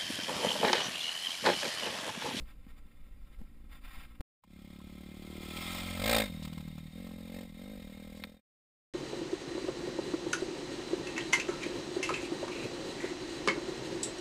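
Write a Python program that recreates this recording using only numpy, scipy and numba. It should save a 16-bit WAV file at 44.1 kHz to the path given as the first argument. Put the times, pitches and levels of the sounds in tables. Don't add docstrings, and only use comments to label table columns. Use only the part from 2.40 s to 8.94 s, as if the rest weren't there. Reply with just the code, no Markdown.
import sys
import numpy as np
from scipy import signal
from scipy.fft import rfft, irfft
from scipy.io import wavfile
from scipy.ndimage import uniform_filter1d
from numba import njit

SR = 44100
rng = np.random.default_rng(int(sys.argv[2]) if len(sys.argv) > 2 else 0)


def unload_wav(signal):
    wavfile.write(
        sys.argv[1],
        SR,
        np.round(np.clip(np.atleast_2d(signal).T, -1, 1) * 32767).astype(np.int16),
    )


N = 288298
TIME = np.arange(N) / SR
PADDOCK_END_S, RIDE_START_S, RIDE_END_S = 1.808, 2.02, 6.01
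SPEED_M_S, NEAREST_M, CLOSEST_S = 7.68, 2.11, 3.643
TURN_S = 3.66

# start_s, level_db, crack_offset_db
POPS_AND_TICKS = [(2.037, -59, 1.5), (2.402, -53.5, -15), (2.494, -56.5, -8), (4.024, -52, 8),
                  (4.05, -50, 14.5), (4.076, -47.5, 5.5), (4.129, -51, 10), (4.177, -46.5, 5.5),
                  (4.205, -53, 6.5), (4.278, -54, 7.5), (4.38, -48.5, 5), (4.669, -54, 7),
                  (4.707, -51.5, -2), (4.944, -60, 14), (5.007, -59.5, 10)]
# frequency_hz, gain_db
CASE_EQ = [(400, -18), (620, 7), (800, -0.5), (1000, 1), (1400, -8.5), (1850, -4), (2150, 4.5),
           (2700, -0.5), (3650, 0.5), (4300, -3.5), (5200, -3.5), (7000, -6), (8300, -6.5), (9300, -11.5),
           (12500, -23), (15000, -3)]


def undb(db):
    return 10 ** (np.asarray(db) / 20)


def curves(table):
    times, *columns = np.transpose(table)
    return [np.interp(TIME, times, column) for column in columns]


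def noise():
    return rng.standard_normal(N)


def unit(x, band_hz):
    return x / np.std(signal.sosfilt(signal.butter(3, band_hz, "band", fs=SR, output="sos"), x))


def wander(rate_hz):
    hold = int(SR / rate_hz)
    steps = np.repeat(rng.standard_normal(N // hold + 1), hold)
    return 1.5 * uniform_filter1d(uniform_filter1d(steps, hold), hold)[:N]


def colour(x, points, size=8192):
    hz, db = np.transpose(points)
    bins_hz = np.fft.rfftfreq(size, 1 / SR)
    log_gain = np.log(undb(np.interp(np.log(bins_hz + 1), np.log(hz), db)))
    cepstrum = irfft(log_gain)[:size // 2]
    cepstrum[1:] *= 2
    impulse = irfft(np.exp(rfft(cepstrum, size)))[:size // 2]
    return signal.fftconvolve(x, impulse)[:N]


@njit
def bandpass(x, hz, width_hz):
    y, band_state, low_state = np.empty(len(x)), 0., 0.
    for i in range(len(x)):
        g, damping = np.tan(np.pi * hz[i] / SR), width_hz / hz[i]
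        band = (band_state + g * (x[i] + 1e-18 - low_state)) / (1 + g * (g + damping))
        band_state, low_state = 2 * band - band_state, low_state + 2 * g * band
        y[i] = damping * band
    return y


def ring(x, hz, width_hz, order=1):
    for _ in range(order):
        x = bandpass(x, hz * np.ones(N), float(width_hz))
    return x


def burst(age, rise_s):
    u = np.clip(age / rise_s, 0, 50)
    return u * np.exp(1 - u)


def firings(rate_hz, scatter_db, offset_cycles=0):
    cycle = np.maximum.accumulate(np.cumsum(rate_hz) / SR + offset_cycles).astype(int)
    strength = undb(scatter_db * rng.standard_normal(400)[cycle])
    fired = np.diff(cycle, prepend=0) > 0
    return fired * strength, strength, TIME - np.maximum.accumulate(TIME * fired)


def bearing(lead_s=0):
    along = SPEED_M_S * (TIME - CLOSEST_S + lead_s)
    distance = np.hypot(along, NEAREST_M)
    return NEAREST_M / distance, along / distance


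def radiated(throttle, base_db, open_db, rear_db, side_db, lead_s=0):
    near, rear = bearing(lead_s)
    return near * undb(base_db + open_db * throttle + rear_db * rear + side_db * near ** 2)


def wind():
    # frequency_hz, gain_db
    rumble_eq = [(10, -1), (24, 0), (55, -5.5), (90, -22.5), (140, -22.5), (400, -34), (1500, -57.5)]
    # start_s, level_db
    gusts = [(-.015, -36), (.985, -48), (1.565, -52.5)]
    envelope = undb(-51.5) + sum(undb(db) * burst(TIME - s, .013) for s, db in gusts)
    last_swell = -undb(-30) * burst(TIME - 1.798, .009)
    return unit(colour(noise(), rumble_eq), (20, 90)) * envelope + last_swell


def far_bike():
    # time_s, firing_rate_hz, level_db
    far_revs = [(0, 46, -86), (.45, 60, -69.5), (.7, 51, -70.5), (1.0, 55.4, -72.5), (1.2, 56, -62.5),
                (1.45, 53.8, -69), (1.65, 58, -68), (1.81, 57, -64)]
    rate_hz, level_db = curves(far_revs)
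    smeared = firings(rate_hz, scatter_db=3.5)[0] + .007 * noise()
    drone = ring(ring(smeared, 224, 109), 207, 230, order=2)
    return unit(drone, (160, 330)) * undb(level_db)


def cloth():
    # start_s, hold_s, level_db
    strokes = [(0.084, .025, -63), (0.29, .02, -66.5), (0.377, 0.0089, -66.5), (0.516, 0.011, -70),
               (0.866, 0.0088, -68), (0.932, 0.011, -65.5), (1.014, 0.0066, -78), (1.326, 0.032, -58.5),
               (1.453, 0.19, -57.5), (1.659, 0.1, -68)]
    # frequency_hz, gain_db
    cloth_eq = [(300, -16), (700, -3), (1000, 2), (1300, 12.5), (2000, 2.5), (2900, 0.5), (4200, -7),
                (7900, -13), (10000, 7.5), (11500, -7), (14000, 7.5), (15000, -4.5)]
    # pitch_hz, width_hz, gain_db
    resonances = [(1370, 78.2, -4), (1940, 96, 2), (3505, 65, 5.5), (4700, 100, -4), (7170, 91, -4.5),
                  (8360, 78, -3.5)]
    rest_db, rise_db_per_s, fall_db_per_s = -75, 378, 424
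    rub = noise() * undb(1.6 * wander(180))
    fibres = colour(colour(rub, CASE_EQ), cloth_eq)
    ringing = sum(undb(db) * ring(rub, hz, width) for hz, width, db in resonances)
    level_db = rest_db
    for start_s, hold_s, db in strokes:
        before, after = np.maximum(start_s - TIME, 0), np.maximum(TIME - start_s - hold_s, 0)
        level_db = np.maximum(level_db, db - rise_db_per_s * before - fall_db_per_s * after)
    return unit(fibres + ringing, (1000, 5000)) * undb(level_db)


def knocks():
    # start_s, force_db
    hits = [(.266, -46), (1.014, -43)]
    force = sum(undb(db) * burst(TIME - s, .0008) for s, db in hits)
    return undb(12.5) * ring(force, 215, 70) + undb(-1) * ring(force * noise(), 1000, 600)


def dirt():
    # start_s, length_s, level_db
    sprays = [(4.026, 0.027, -52), (5.758, .06, -63)]
    # start_s, force_db
    stones = [(5.8378, -21)]
    envelope = sum(undb(db) * burst(TIME - s, length / 4) for s, length, db in sprays)
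    spray = envelope * unit(ring(noise(), 4600, 5100, order=2), (2000, 8000))
    tick = sum(undb(db) * burst(TIME - s, .0003) for s, db in stones) * noise()
    return spray + 2 * ring(tick, 1900, 2400, order=2) + undb(-10) * ring(tick, 12000, 6000)


def pops_and_ticks():
    bang_gain = sum(undb(db) * burst(TIME - s + .001, .002) for s, db, _ in POPS_AND_TICKS)
    crack_gain = sum(undb(db + crack_db) * burst(TIME - s, .003) for s, db, crack_db in POPS_AND_TICKS)
    bang = bang_gain * unit(ring(noise(), 1000, 450, order=2), (700, 1600))
    crack = crack_gain * unit(colour(noise(), CASE_EQ), (2000, 6000))
    return undb(-3) * bang + undb(-11.5) * crack


def rasp(strength, age, throttle):
    # pitch_hz, width_hz, front_db, rear_db
    case_modes = [(1292, 170, 4, -1.5), (1760, 37, -8, -6), (1990, 220, -14.5, -4.5), (2120, 100, 2, 4),
                  (2398, 130, -1, -12), (3240, 150, 2, -13), (3440, 100, 0, -7), (3698, 79, -6, 9),
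                  (8270, 150, -2.5, 1), (9580, 230, -6, -5), (14000, 1000, -3, -1)]
    gas = noise() * strength * burst(age - .0015, .003)
    clatter = noise() * undb(1.8 * wander(260))
    gas_gain = radiated(throttle, base_db=-76.5, open_db=37.5, rear_db=1.5, side_db=8, lead_s=-.0371)
    clatter_gain = radiated(throttle, base_db=-57.5, open_db=9, rear_db=5.5, side_db=8.5, lead_s=.4236)
    gain = np.hypot(gas_gain, clatter_gain)
    drive = (gas_gain * gas / gas.std() + clatter_gain * clatter / clatter.std()) / gain
    behind = .5 + .5 * np.tanh((TIME - TURN_S) / .11)
    case_ring = sum(undb(front + (rear - front) * behind) * ring(drive, hz, width)
                    for hz, width, front, rear in case_modes)
    pipe_mouth = undb(-11.5) * unit(ring(gas, 1760, 960, order=2), (1200, 2200))
    return unit(colour(drive, CASE_EQ) + case_ring, (1400, 5200)) * gain + pipe_mouth * gas_gain


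def intake(pulses, throttle):
    honk = -unit(ring(ring(pulses, 354, 56), 413, 170), (280, 420))
    facing = np.clip((TURN_S - TIME) / .2, 0, 1)
    return honk * facing * radiated(throttle, base_db=-59.5, open_db=5, rear_db=2, side_db=5, lead_s=.63)


def exhaust_bark(pulses, rate_hz, throttle):
    cruise_hz, db_per_doubling = 40.5, 9
    lift = 1 + .13 * bearing()[0] ** 2
    modes = ring(pulses, 570 * lift, 210) + undb(-12) * ring(pulses, 517 * lift, 170)
    direct = -unit(ring(modes, 450 * lift, 380, order=2), (450, 700))
    scattered = undb(-12) * unit(ring(noise(), 450 * lift, 260, order=2), (450, 700))
    gain = radiated(throttle, base_db=-70, open_db=29.5, rear_db=4.5, side_db=1.5)
    return (direct + scattered) * gain * undb(db_per_doubling * np.log2(rate_hz / cruise_hz))


def exhaust_thump(pulses, rate_hz, throttle):
    heat = np.tanh(throttle / .45)
    pipe_hz = 120.8 + .9 * rate_hz + 42.9 * heat + 2.5 * bearing()[1]
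    modes = ring(pulses, pipe_hz, 56) + undb(-20) * ring(pulses, 1.3 * pipe_hz, 130)
    muffled = signal.sosfilt(signal.butter(3, 300, fs=SR, output="sos"), ring(modes, pipe_hz, 130))
    thump_gain = radiated(throttle, base_db=-40.5, open_db=6.5, rear_db=2.5, side_db=-8)
    sub_gain = radiated(throttle, base_db=-48.5, open_db=7, rear_db=0, side_db=.5, lead_s=-.04)
    thump = -unit(muffled, (130, 340)) * thump_gain
    sub = -unit(ring(ring(pulses, 79, 50), 71, 87), (45, 110)) * sub_gain
    low = thump + sub
    low -= .13 * ring(low, 122, 27)
    buffet = unit(ring(noise(), 34, 50, order=2), (25, 110))
    return low + buffet * (undb(-59.5) + undb(-16.5) * sub_gain)


def passing_bike():
    # time_s, firing_rate_hz
    revs = [(2.02, 34.49), (3.08, 38.62), (3.32, 44.48), (3.59, 44.05), (3.7, 58.75), (3.83, 52.62),
            (3.94, 39.75), (4.52, 38.86), (4.6, 46.67), (4.72, 42.47), (5.04, 46.08), (5.12, 39.41),
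            (5.32, 54.15), (5.43, 39.03), (6.0, 41.72)]
    # time_s, opening (0 shut, 1 full)
    twist_grip = [(2.1, 0.54), (2.6, 0.51), (3.15, 0.29), (3.58, 0.49), (3.7, 0.87), (3.79, 0.91),
                  (3.85, 0.58), (3.91, 0.16), (4.5, 0.01), (4.58, 0.44), (4.85, 0.46), (4.95, 0.7),
                  (5.02, 0.72), (5.07, 0.4), (5.12, .2), (5.2, 0.58), (5.45, 0.61), (5.9, 0.72)]
    # time_s, dip_db
    misses = [(3.868, -6), (4.5, -2.5), (5.065, -2)]
    miss_s, fade_in_s, fade_out_s = .027, .17, .19
    rate_hz, throttle = curves(revs)[0], curves(twist_grip)[0]
    stumble = (1 - throttle) ** 8
    timing = .14 - .07 * stumble + (.004 + .03 * stumble) * wander(40)
    pulses, strength, age = firings(rate_hz * (TIME >= RIDE_START_S), .7 + 1.2 * stumble, timing)
    popping = sum(abs(TIME - s) < .012 for s, _, _ in POPS_AND_TICKS)
    miss_db = sum(db * np.exp(-((TIME - s) / miss_s) ** 2) for s, db in misses)
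    pulses *= undb(stumble * (6.5 * popping - .6) + miss_db)
    exhaust = exhaust_bark(pulses, rate_hz, throttle) + exhaust_thump(pulses, rate_hz, throttle)
    fade = np.clip(np.minimum((TIME - RIDE_START_S) / fade_in_s, (RIDE_END_S - TIME) / fade_out_s), 0, 1)
    return fade * (exhaust + intake(pulses, throttle) + rasp(strength, age, throttle))


def scene():
    paddock = (wind() + far_bike() + cloth() + knocks()) * (TIME < PADDOCK_END_S)
    return (paddock + passing_bike() + pops_and_ticks() + dirt())[None]


def record(dry):
    echo_s, top_hz = 1 / 265, 15200
    x = dry[0]
    above_bass = signal.sosfiltfilt(signal.butter(2, 240, "high", fs=SR, output="sos"), x)
    x = x + .63 * np.interp(TIME - echo_s, TIME, above_bass, left=0)
    x = x - .93 * ring(x, 6000, 1400)
    x = x - .9 * ring(x, 12000, 900)
    x = x + undb(-11.5) * ring(x, 770, 370) * np.cos(2 * np.pi * 12000 * TIME)
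    return signal.sosfilt(signal.ellip(8, .2, 70, top_hz, fs=SR, output="sos"), x)[None]


dry = scene()
out = record(dry)
unload_wav(out)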